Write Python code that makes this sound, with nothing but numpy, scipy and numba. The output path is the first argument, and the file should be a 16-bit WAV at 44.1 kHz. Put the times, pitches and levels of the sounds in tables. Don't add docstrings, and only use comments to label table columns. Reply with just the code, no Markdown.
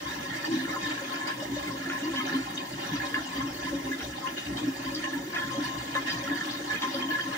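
import sys
import numpy as np
from scipy import signal
from scipy.fft import rfft, irfft, next_fast_len
from scipy.io import wavfile
from scipy.ndimage import uniform_filter1d, map_coordinates
from numba import njit

SR = 44100
rng = np.random.default_rng(int(sys.argv[2]) if len(sys.argv) > 2 else 0)


def transcribe(u):
    v = np.clip(np.atleast_2d(u).T, -1, 1)
    q = np.round(v * 32767).astype(np.int16)
    wavfile.write(sys.argv[1], SR, q)


N = 325017
TIME = np.arange(N) / SR
SIZE = 16384
FREQ = np.maximum(np.arange(SIZE // 2 + 1) * SR / SIZE, 1)
PLACES = 5
LEFT_RIGHT = np.array([[1], [-1]])


def from_db(db):
    return 10 ** (np.asarray(db) / 20)


def over(steady_db, power):
    return 10 * np.log10(from_db(steady_db) ** 2 + power)


def rms_one(x):
    return x / np.sqrt(np.mean(x ** 2) + 1e-20)


def panned(balance_db):
    gains = from_db(LEFT_RIGHT / 2 * balance_db)
    return gains / np.sqrt(np.mean(gains ** 2, axis=0))


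def at_pitch(points):
    hz, value = np.transpose(points)
    return np.interp(np.log(FREQ), np.log(hz), value)


def drift(rate):
    return rms_one(np.interp(TIME * rate, np.arange(4096), rng.standard_normal(4096)))


def swell(age, hold_s, attack_s, release_s):
    rise = np.clip(1 + age / attack_s, 0, 1)
    return rise * np.exp(-np.clip((age - hold_s) / release_s, 0, 20))


def surges(rows, attack_s, release_s, slap_s):
    power = 0
    for start_s, hold_s, *levels_db in rows:
        rise_s = attack_s * hold_s / (hold_s + slap_s)
        envelope = swell(TIME - start_s, hold_s, rise_s, release_s)
        power = power + np.outer(from_db(levels_db) ** 2, envelope ** 2)
    return power


# [dB, left minus right]
AIR_MODES = [(64.2, 14.5, -16.5, 3, 2), (126.1, 21.7, -10.5, -0.5, -0.5), (148, 8.6, -18, -1, 5),
             (185.5, 72, -12, 0.45, 1.3), (268.3, 20.8, -4, 0.28, -0.5), (296, 28.5, -4.5, -0.32, 2),
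             (329, 33, -8.5, 0.44, 2.5), (367.4, 19, -14.5, 1, -8), (558.3, 26.3, -10.5, 1.16, 7),
             (606, 63, -11, -2.5, -7), (791, 65, -10, 3.5, -6), (970.4, 30, -13.5, 1.4, 2.5),
             (1052.8, 47.5, -4, 2.5, 11), (1258, 40, -17, 0.5, -12), (1349, 60, -19, 0.6, 9),
             (1421, 62, -13.5, 2, -5), (1574, 49, -14, 5, 6), (1673, 80, -10.5, -0.5, -14),
             (1724, 52, -6, 1, -10), (1811, 68, -10, 2, -17), (1882, 68, -13.5, 1.5, -6),
             (2050, 66, -11, 1.3, -27), (2118, 68, -15, 0, -6), (2300, 40, -7.5, -3, 4),
             (2502, 50, -15, -1.5, -2.5), (2874, 88, -15.5, -1.46, 15), (3140, 55, -14, -1.57, -1.5),
             (3262, 69, -20.5, -3, -8), (3420, 40, -17, 3.5, 9), (3617, 45, -17, 2.5, 22),
             (3740, 91, -17.5, -1.2, 5), (4410, 120, -21, -2, 5), (4770, 136, -20.5, -1.5, -3),
             (5750, 38, -26, 0, 5), (5974, 82, -20.5, -1.4, 10)]
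# pitch_hz [Hz], level_db [dB]
TILE_SPECTRUM = [(30, -32), (90, -51), (200, -16), (350, -12.5), (490, -22.5), (850, -22), (1170, -29),
                 (1580, -18.5), (1750, -13.5), (1950, -20), (2090, -16), (2300, -25), (3300, -22.5),
                 (4800, -25.5), (6500, -27), (8500, -36), (13000, -40)]
# [dB, left minus right]
TILE_PANNING = [(60, -2), (92, -2), (140, -8), (210, 2), (330, -4.5), (500, 11), (770, 7), (1170, 32),
                (1790, -4.5), (2740, -0.5), (4190, 1), (6410, 1.5), (9810, 0.5), (15000, -0.5)]
EARLY_T60_S, ROOM_T60_S, LATE_DB = .12, .4, -13.0
MIC_SPACING_M, SOUND_SPEED_M_S = .09, 343
IN_STEP_BELOW_HZ = 260


def bowl_and_room():
    t = TIME[:SIZE]
    decay = from_db(-60 * t / EARLY_T60_S) + from_db(LATE_DB - 60 * t / ROOM_T60_S)
    echoes = rng.standard_normal((2, PLACES, 1, SIZE)) * decay / np.sqrt(np.sum(decay ** 2))
    mid, side = rfft(echoes) * from_db(at_pitch(TILE_SPECTRUM))
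    alike = np.sinc(2 * FREQ * MIC_SPACING_M / SOUND_SPEED_M_S)
    scattered = mid * np.sqrt((1 + alike) / 2) + side * np.sqrt((1 - alike) / 2) * LEFT_RIGHT
    response = scattered * panned(at_pitch(TILE_PANNING))
    for k, (hz, width_hz, level_db, lead_rad, balance_db) in enumerate(AIR_MODES):
        resonance = 1 / (1 + 1j * (FREQ ** 2 - hz ** 2) / (FREQ * width_hz))
        mode = (-1) ** k * from_db(level_db) * resonance ** 2
        apart = min(hz / IN_STEP_BELOW_HZ, 1) ** 2
        response += mode * np.exp(.5j * lead_rad * apart * LEFT_RIGHT) * panned(balance_db)
    return irfft(response)[..., :SIZE * 3 // 4]


def heard(source, level_db, carry):
    blocks = source.sum(axis=0)[:N - N % SIZE].reshape(-1, SIZE)
    power = np.sum(abs(rfft(blocks * np.hanning(SIZE))) ** 2, axis=0)
    return source * (from_db(level_db) / np.sqrt(np.sum(power * carry) / np.sum(power)))


def band_noise(low_hz, high_hz):
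    sos = signal.butter(3, [low_hz, min(high_hz, .45 * SR)], "band", fs=SR, output="sos")
    return rms_one(signal.sosfilt(sos, rng.standard_normal((PLACES, N)))) / np.sqrt(PLACES)


def rim_jets(carry):
    flutter_db = 1.6 * drift(14) + 1.5 * drift(70)
    return heard(band_noise(1360, 15000), -53.5 + flutter_db, carry)


@njit
def ring_bubbles(start, place, hz, size, cycles, rise, shape, sr):
    out = np.zeros(shape)
    for k in range(len(start)):
        length = int(cycles[k] * sr / hz[k])
        fade, height, phase = np.exp(-np.log(1000) / length), size[k], 0.
        for i in range(min(length, shape[1] - start[k])):
            phase += 2 * np.pi * hz[k] / sr * (1 + rise * i / length)
            height *= fade
            out[place[k], start[k] + i] += height * np.sin(phase)
    return out


def bubbles(low_hz, high_hz, per_s, spread_db, swarm_db, cycles, rise, even_s):
    swarms = rng.standard_normal((256, 16))
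    when, where, pitch, strength, life, side = rng.random((int(per_s * N / SR), 6)).T
    hz = low_hz * (high_hz / low_hz) ** pitch
    swarm_at = [when * N / SR * 22, np.log2(hz / low_hz) * 5]
    swarm = map_coordinates(swarms, swarm_at, order=1, mode="wrap")
    size_db = spread_db * np.minimum(-np.log(1 - strength), 4) + swarm_db * swarm
    size = from_db(size_db) * hz / low_hz * np.sign(side - .5)
    start, place = (when * N).astype(np.int64), (where * PLACES).astype(np.int64)
    lives = max(cycles, 2) * (.5 + life)
    cloud = ring_bubbles(start, place, hz, size, lives, rise, (PLACES, N), SR)
    power = uniform_filter1d(cloud.sum(axis=0) ** 2, int(even_s * SR))
    power = uniform_filter1d(power, int(even_s * SR / 2))
    return cloud / np.sqrt(abs(power) + 0.054 * power.mean())


# start_s [s], level_db [dB]
DRAIN_LEVEL = [(0.0, -54), (1.09, -92), (1.6, -48), (1.68, -74), (3.84, -51.5), (3.94, -98), (4.04, -46),
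               (4.25, -76), (4.5, -57.5), (7.37, -73)]


def trap(carry, rumble_db, gulp_db, drain_share=0.57, drain_offset_db=4.5):
    drain_db = np.interp(TIME, *np.transpose(DRAIN_LEVEL)) + drain_offset_db
    drain_db = drain_db + drain_share * (rumble_db - rumble_db.mean())
    throb = bubbles(72.6, 81.0, per_s=30, spread_db=4.0, swarm_db=9.5, cycles=6.8, rise=.1, even_s=0.22)
    rumble = bubbles(91.7, 189.0, per_s=180, spread_db=2.5, swarm_db=2.0, cycles=8.4, rise=0.14, even_s=0.12)
    froth = bubbles(222.3, 391.0, per_s=220, spread_db=3.5, swarm_db=6.5, cycles=19.0, rise=0.1, even_s=0.028)
    return heard(throb, drain_db, carry) + heard(rumble, rumble_db, carry) + heard(froth, gulp_db, carry)


# [Hz, at mid-hold]
AIR_GULPS = [(0.158, 0.02, -41.5, -37.5, 295.3), (0.296, 0.005, -41, -60, 277),
             (0.491, 0.048, -48, -27.5, 328.6), (0.525, 0.07, -66, -31.5, 262.5),
             (0.647, 0.0037, -61, -33, 290), (0.837, 0.005, -41, -57, 300), (1.394, 0.005, -46, -60, 280),
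             (1.506, 0.023, -41.5, -32, 275.5), (1.674, 0.014, -43.5, -34, 290),
             (1.865, 0.011, -44, -33.5, 275.4), (2.016, 0.017, -58, -33, 279.6),
             (2.079, 0.0086, -44, -29, 316.4), (2.135, 0.1, -54, -34.5, 264.7),
             (2.339, 0.0092, -41, -26.5, 271.7), (2.733, 0.005, -41, -37.5, 299.2),
             (2.886, 0.093, -38, -50, 295.6), (2.928, 0.0045, -55, -31.5, 291.4),
             (3.126, 0.085, -58, -38.5, 284.8), (3.354, 0.1, -45.5, -35, 278.7),
             (3.436, 0.005, -55, -36.5, 285), (3.648, 0.01, -54, -33.5, 272.6),
             (3.722, 0.018, -48, -29.5, 268.5), (3.778, 0.021, -51, -40, 318),
             (3.856, 0.044, -58, -31.5, 269.6), (4.486, 0.041, -39, -31.5, 290),
             (4.644, 0.015, -40, -23.5, 273.5), (4.825, 0.04, -45, -34, 268),
             (4.969, 0.005, -53, -36, 300.3), (5.143, 0.007, -56, -34, 275),
             (5.43, 0.067, -43.5, -45, 272.7), (5.573, 0.015, -44.5, -28, 299),
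             (5.757, 0.013, -38, -39, 298.4), (5.988, 0.005, -63, -35.5, 289),
             (6.142, 0.025, -41.5, -40, 306), (6.289, 0.042, -60, -29.5, 269),
             (6.569, 0.005, -59, -35, 286.7), (6.967, 0.069, -58, -33, 258.2),
             (7.261, 0.0088, -42, -35, 274)]
GULP_ATTACK_S, GULP_RELEASE_S = 0.045, 0.026
RUMBLE_DB, GULP_DB, CHURN_DB = -51, -41, 2.04
GULP_FROTH_DB = -6


def trap_levels():
    rumble, gulp = surges([row[:4] for row in AIR_GULPS], GULP_ATTACK_S, GULP_RELEASE_S, 0)
    froth = gulp * from_db(GULP_FROTH_DB) ** 2
    return over(RUMBLE_DB + CHURN_DB * drift(17), rumble), over(GULP_DB + CHURN_DB * drift(19), froth)


GULP_RISE_PER_S, GULP_WOBBLE = 0.12, 0.028


def gulps(response, level_db):
    out, wobble = np.zeros((PLACES, N)), drift(45)
    for k, (start_s, hold_s, _, gulp_db, hz) in enumerate(AIR_GULPS):
        first = max(int((start_s - GULP_ATTACK_S) * SR), 0)
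        span = slice(first, int((start_s + hold_s + 8 * GULP_RELEASE_S) * SR))
        age, place = TIME[span] - start_s, k % PLACES
        pitch = hz * (1 + GULP_RISE_PER_S * (age - hold_s / 2) + GULP_WOBBLE * wobble[span])
        envelope = swell(age, hold_s, GULP_ATTACK_S, GULP_RELEASE_S)
        hoot = np.sin(2 * np.pi * np.cumsum(pitch) / SR) * envelope
        rung = signal.fftconvolve(hoot, response[place].mean(axis=0))
        passed = np.linalg.norm(rung) / np.linalg.norm(hoot)
        out[place, span] += hoot * from_db(gulp_db + level_db) / passed
    return out


# start_s [s], level_db [dB]
STREAM_FLOW = [(0, 1.5), (1.1, 1), (2.3, 1.2), (3.6, -2), (4.6, 0.3), (5.8, 1), (6.9, 3.5), (7.37, 0.5)]
# start_s [s, start of the hold], hold_s [s],
# gurgle_db [dB], splash_db [dB], spray_db [dB], the last two before their shares
POOL_SPLASHES = [(0.051, 0.088, -48, -41.5, -49), (0.324, 0.052, -63, -37, -52),
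                 (0.447, 0.0063, -38.5, -46, -42), (0.525, 0.092, -67, -40.5, -44),
                 (0.691, 0.063, -39, -43, -71), (0.816, 0.1, -62, -41, -44), (1.125, 0.15, -43, -44, -52.5),
                 (1.281, 0.015, -42, -38, -42.5), (1.676, 0.019, -42.5, -61, -54),
                 (1.808, 0.17, -46, -43, -51.5), (2.138, 0.045, -44.5, -38.5, -47.5),
                 (2.269, 0.11, -42, -41.5, -46.5), (2.568, 0.0054, -60, -60, -44),
                 (2.792, 0.17, -45, -45.5, -47), (3.012, 0.042, -41.5, -39, -45),
                 (3.15, 0.018, -36, -38, -54), (3.391, 0.015, -37.5, -44, -49),
                 (3.635, 0.048, -46.5, -40, -46), (4.005, 0.035, -47, -57, -44.5),
                 (4.221, 0.05, -42.5, -64, -70), (4.265, 0.0077, -47, -37.5, -44.5),
                 (4.37, 0.0054, -50, -39.5, -40), (4.455, 0.014, -47, -45, -45),
                 (4.573, 0.0042, -38.5, -43, -42), (5.035, 0.013, -44, -36.5, -42),
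                 (5.135, 0.0043, -50, -50, -64), (5.345, 0.09, -43, -36, -56),
                 (5.513, 0.045, -41, -53, -49), (5.641, 0.024, -42, -37.5, -41),
                 (5.951, 0.0099, -35, -39, -45), (6.072, 0.021, -44, -34.5, -40),
                 (6.284, 0.044, -42, -38, -49), (6.36, 0.01, -54, -37, -47),
                 (6.488, 0.077, -51, -58, -44.5), (6.71, 0.041, -42, -34.5, -44),
                 (6.826, 0.013, -35.5, -44, -44.5), (6.925, 0.013, -40, -58, -40),
                 (7.005, 0.02, -38, -40, -55), (7.102, 0.093, -44, -38, -47), (7.328, 0.041, -39, -39, -48)]
SPLASH_ATTACK_S, SPLASH_RELEASE_S = 0.046, 0.022
SLAP_S = 0.0072
GURGLE_DB, SPLASH_DB, SPRAY_DB, RIPPLE_DB = -47, -47.5, -49, 2


def pool_levels():
    flow_db = np.interp(TIME, *np.transpose(STREAM_FLOW)) + RIPPLE_DB * drift(16)
    gurgle, splash, spray = surges(POOL_SPLASHES, SPLASH_ATTACK_S, SPLASH_RELEASE_S, SLAP_S)
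    return over(GURGLE_DB + flow_db, gurgle), over(SPLASH_DB + flow_db, splash), over(SPRAY_DB + flow_db, spray)


GLUG_DB, DROPLET_DB, FIZZ_DB = -47, -50.5, -49
TRILL_SHARE_DB, SCATTER_SHARE_DB = -4, -3.5
MIST_SHARE_DB, SPATTER_SHARE_DB = -0.63, -6


def bowl_water(carry, rumble_db, gurgle_db, splash_db, spray_db):
    glug_db = GLUG_DB + 0.24 * (gurgle_db - gurgle_db.mean()) + 0.028 * (rumble_db - rumble_db.mean())
    droplet_db = DROPLET_DB + 0.56 * (spray_db - spray_db.mean())
    fizz_db = FIZZ_DB + 0.16 * (spray_db - spray_db.mean())
    glugs = bubbles(445.5, 898, per_s=170, spread_db=0.0, swarm_db=3.0, cycles=40.4, rise=0.16, even_s=0.18)
    gurgle = bubbles(877.5, 1396, per_s=210, spread_db=4.0, swarm_db=9.0, cycles=40, rise=0.081, even_s=0.016)
    trill = bubbles(1652, 1794, per_s=170, spread_db=3.5, swarm_db=6.0, cycles=69, rise=0.034, even_s=0.05)
    splash = bubbles(1405, 2297, per_s=400, spread_db=2.5, swarm_db=3.5, cycles=76, rise=0.055, even_s=0.046)
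    spray = bubbles(2404, 4664, per_s=1300, spread_db=4.0, swarm_db=3.0, cycles=84, rise=0.049, even_s=0.13)
    spatter = bubbles(2230, 5600, per_s=150, spread_db=4.5, swarm_db=3.5, cycles=17, rise=0.05, even_s=0.28)
    droplets = bubbles(4650, 7210, per_s=2000, spread_db=6.0, swarm_db=5.0, cycles=51, rise=0.034, even_s=0.14)
    fizz = bubbles(6830, 13800, per_s=2400, spread_db=4.5, swarm_db=3.5, cycles=20.7, rise=.05, even_s=0.2)
    layers = [(glugs, glug_db), (gurgle, gurgle_db),
              (trill, splash_db + TRILL_SHARE_DB), (splash, splash_db + SCATTER_SHARE_DB),
              (spray, spray_db + MIST_SHARE_DB), (spatter, spray_db + SPATTER_SHARE_DB),
              (droplets, droplet_db), (fizz, fizz_db)]
    return sum(heard(cloud, level_db, carry) for cloud, level_db in layers)


# [s, time constant]
WATER_SLAPS = [(1.284, -34, 1200, 2900, .022), (1.897, -34.5, 1400, 3000, 0.033),
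               (2.159, -34, 2500, 4200, 0.016), (2.2, -39, 1200, 3000, .02), (3.142, -32, 1400, 3000, .012),
               (4.005, -36, 1300, 3500, 0.016), (4.947, -30, 3900, 5450, .011),
               (5.037, -38, 1500, 3000, 0.018), (5.346, -34, 1300, 3400, 0.027),
               (5.95, -31, 900, 2160, 0.017), (6.096, -38, 2500, 5270, 0.011),
               (6.82, -32, 1000, 3800, 0.014)]


def slaps():
    age, sounds = TIME[:SR // 5], []
    for start_s, level_db, low_hz, high_hz, decay_s in WATER_SLAPS:
        sos = signal.butter(2, [low_hz, high_hz], "band", fs=SR, output="sos")
        crack = signal.sosfilt(sos, rng.standard_normal(len(age)))
        sounds.append((start_s, from_db(level_db) * rms_one(crack) * np.exp(-age / decay_s)))
    return sounds


# [s, time to fall 60 dB]
LARGE_BUBBLES = [(0.443, -24.5, 1793, 0.033), (0.448, -30, 4740, 0.02), (0.652, -31, 1745, 0.017),
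                 (0.692, -32, 2110, 0.044), (0.73, -34, 1265, 0.07), (0.758, -30.0, 1050, 0.078),
                 (0.812, -38, 3718, 0.035), (0.822, -32.5, 1763, 0.18), (0.977, -28, 1670, 0.022),
                 (1.012, -36.5, 557, 0.06), (1.205, -33.5, 1713, 0.081), (1.302, -27, 1654, 0.022),
                 (1.422, -31.5, 593, 0.039), (1.565, -30.0, 582, 0.046), (1.671, -32.5, 2105, 0.05),
                 (1.701, -35, 1064, 0.06), (1.86, -27.5, 1700, 0.018), (1.897, -28.5, 1410, 0.03),
                 (1.918, -28, 1732, 0.02), (1.956, -30.5, 1730, 0.06), (2.024, -38, 2833, 0.12),
                 (2.131, -35.5, 1067, 0.092), (2.159, -30, 3110, 0.11), (2.2, -33, 1270, 0.05),
                 (2.207, -29.5, 2160, 0.025), (2.326, -28.5, 1740, 0.039), (2.348, -30, 3100, 0.02),
                 (2.576, -31, 3110, 0.038), (3.001, -25, 1695, 0.019), (3.039, -34.5, 1053, 0.06),
                 (3.142, -20.5, 1705, 0.022), (3.143, -34, 2820, 0.049), (3.143, -29, 2100, 0.024),
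                 (3.152, -37, 1050, 0.073), (3.174, -32, 1810, 0.052), (3.388, -35, 2060, 0.029),
                 (3.407, -37, 1062, 0.13), (3.544, -35.0, 4450, 0.02), (3.668, -31.5, 1017, 0.068),
                 (3.726, -31.5, 558, 0.063), (3.914, -26.5, 1680, 0.048), (3.928, -28, 2004, 0.03),
                 (4.009, -35, 1430, 0.026), (4.039, -36, 584, 0.039), (4.224, -37, 1041, 0.18),
                 (4.271, -29, 2830, 0.02), (4.364, -39, 2863, 0.19), (4.379, -30, 3718, 0.02),
                 (4.569, -33, 3740, 0.027), (4.571, -31, 3100, 0.02), (4.949, -27, 4700, 0.02),
                 (5.036, -27.5, 1745, 0.04), (5.041, -30, 2849, 0.02), (5.056, -33.0, 1060, 0.11),
                 (5.07, -31, 1730, 0.035), (5.132, -27.5, 1736, 0.031), (5.16, -39.5, 938, 0.11),
                 (5.354, -34.0, 2510, 0.06), (5.361, -24.5, 1706, 0.032), (5.366, -32, 1394, 0.05),
                 (5.378, -35, 3250, 0.091), (5.394, -36.5, 1041, 0.21), (5.415, -30.5, 1718, 0.091),
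                 (5.519, -36.5, 1056, 0.15), (5.545, -34, 560, 0.15), (5.655, -32, 1047, 0.068),
                 (5.95, -28.5, 3770, 0.018), (5.951, -26.5, 1722, 0.045), (5.952, -31.5, 560, 0.031),
                 (5.953, -32, 1053, 0.13), (5.965, -30, 1260, 0.02), (5.97, -33, 2053, 0.06),
                 (6.081, -31, 1855, 0.068), (6.096, -30, 4920, 0.056), (6.099, -32.0, 3150, 0.055),
                 (6.113, -32, 4100, 0.024), (6.122, -35, 4740, 0.02), (6.22, -38, 561, 0.18),
                 (6.274, -29.5, 1370, 0.035), (6.313, -25, 1696, 0.037), (6.324, -39, 563, 0.088),
                 (6.41, -23, 1760, 0.021), (6.509, -33, 4795, 0.02), (6.57, -36, 3718, 0.031),
                 (6.692, -27, 1718, 0.14), (6.694, -37, 1050, 0.091), (6.757, -29, 2480, 0.02),
                 (6.761, -37, 3220, 0.032), (6.819, -31.0, 3660, 0.02), (6.821, -29, 1040, 0.16),
                 (6.821, -30, 3210, 0.038), (6.833, -27, 1780, 0.018), (6.935, -40, 3180, 0.1),
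                 (6.938, -30, 559, 0.086), (6.941, -31, 4830, 0.04), (7.006, -37, 1053, 0.11),
                 (7.023, -26, 3170, 0.035), (7.087, -30, 3100, 0.02), (7.104, -25.5, 1717, 0.039),
                 (7.14, -23.5, 1680, 0.095), (7.183, -34, 1055, 0.066), (7.196, -23, 1790, 0.019),
                 (7.209, -27, 3130, 0.029)]


def plops(rise=0.048, opening_cycles=2.1, opening_share=0.11):
    age, sounds = TIME[:SR // 5], []
    for start_s, peak_db, hz, ring_s in LARGE_BUBBLES:
        opening_s = opening_cycles / hz + opening_share * ring_s
        envelope = (1 - np.exp(-(age / opening_s) ** 1.3)) * from_db(-60 * age / ring_s)
        tone = np.sin(2 * np.pi * hz * age * (1 + rise * (age / 2 - opening_s) / ring_s))
        sounds.append((start_s, from_db(peak_db) * tone * envelope / envelope.max()))
    return sounds


BOUNCE_S = .006
EAR_LAG_S = 0.00012
DIRECT_DB, BOWL_DB = 0.0, -3.5


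def at_surface(sounds, response, direct_db, bowl_db):
    into_bowl, direct = np.zeros((PLACES, N + SR)), np.zeros(N + SR)
    for k, (start_s, sound) in enumerate(sounds):
        place, length = k % PLACES, len(sound)
        at, back = int(start_s * SR), int((start_s + BOUNCE_S) * SR)
        rung = signal.fftconvolve(sound[None], response[place, :, :length], axes=1)
        passed = np.sqrt(np.mean(np.sum(rung ** 2, axis=1)) / np.sum(sound ** 2))
        into_bowl[place, back:back + length] += sound * from_db(bowl_db) / passed
        direct[at:at + length] += sound * from_db(direct_db)
    left = direct[:N]
    right = np.interp(TIME - EAR_LAG_S, TIME, left)
    return into_bowl[:, :N], np.array([left, right])


def scene():
    response = bowl_and_room()
    carry = np.mean(abs(rfft(response.mean(axis=1), SIZE)) ** 2, axis=0)
    rumble_db, gulp_db = trap_levels()
    water = rim_jets(carry) + trap(carry, rumble_db, gulp_db) + gulps(response, level_db=1.0)
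    water = water + bowl_water(carry, rumble_db, *pool_levels())
    rings, pops = at_surface(plops() + slaps(), response, DIRECT_DB, BOWL_DB)
    padded = next_fast_len(N + SIZE)
    spectrum = rfft((water + rings)[:, None], padded) * rfft(response, padded)
    return pops + irfft(np.sum(spectrum, axis=0), padded)[:, :N]


CUTOFF_HZ = 15700


def record(dry, port_hz=15100, port_width_hz=1200, port_db=15.5):
    padded = next_fast_len(N + SIZE)
    hz = np.arange(padded // 2 + 1) * SR / padded
    port = 1 + from_db(port_db) / (1 + ((hz - port_hz) / (port_width_hz / 2)) ** 4)
    cut = 1 / np.sqrt(1 + (hz / CUTOFF_HZ) ** 400)
    return irfft(rfft(dry, padded) * port * cut, padded)[:, :N]


dry = scene()
out = record(dry)
transcribe(out)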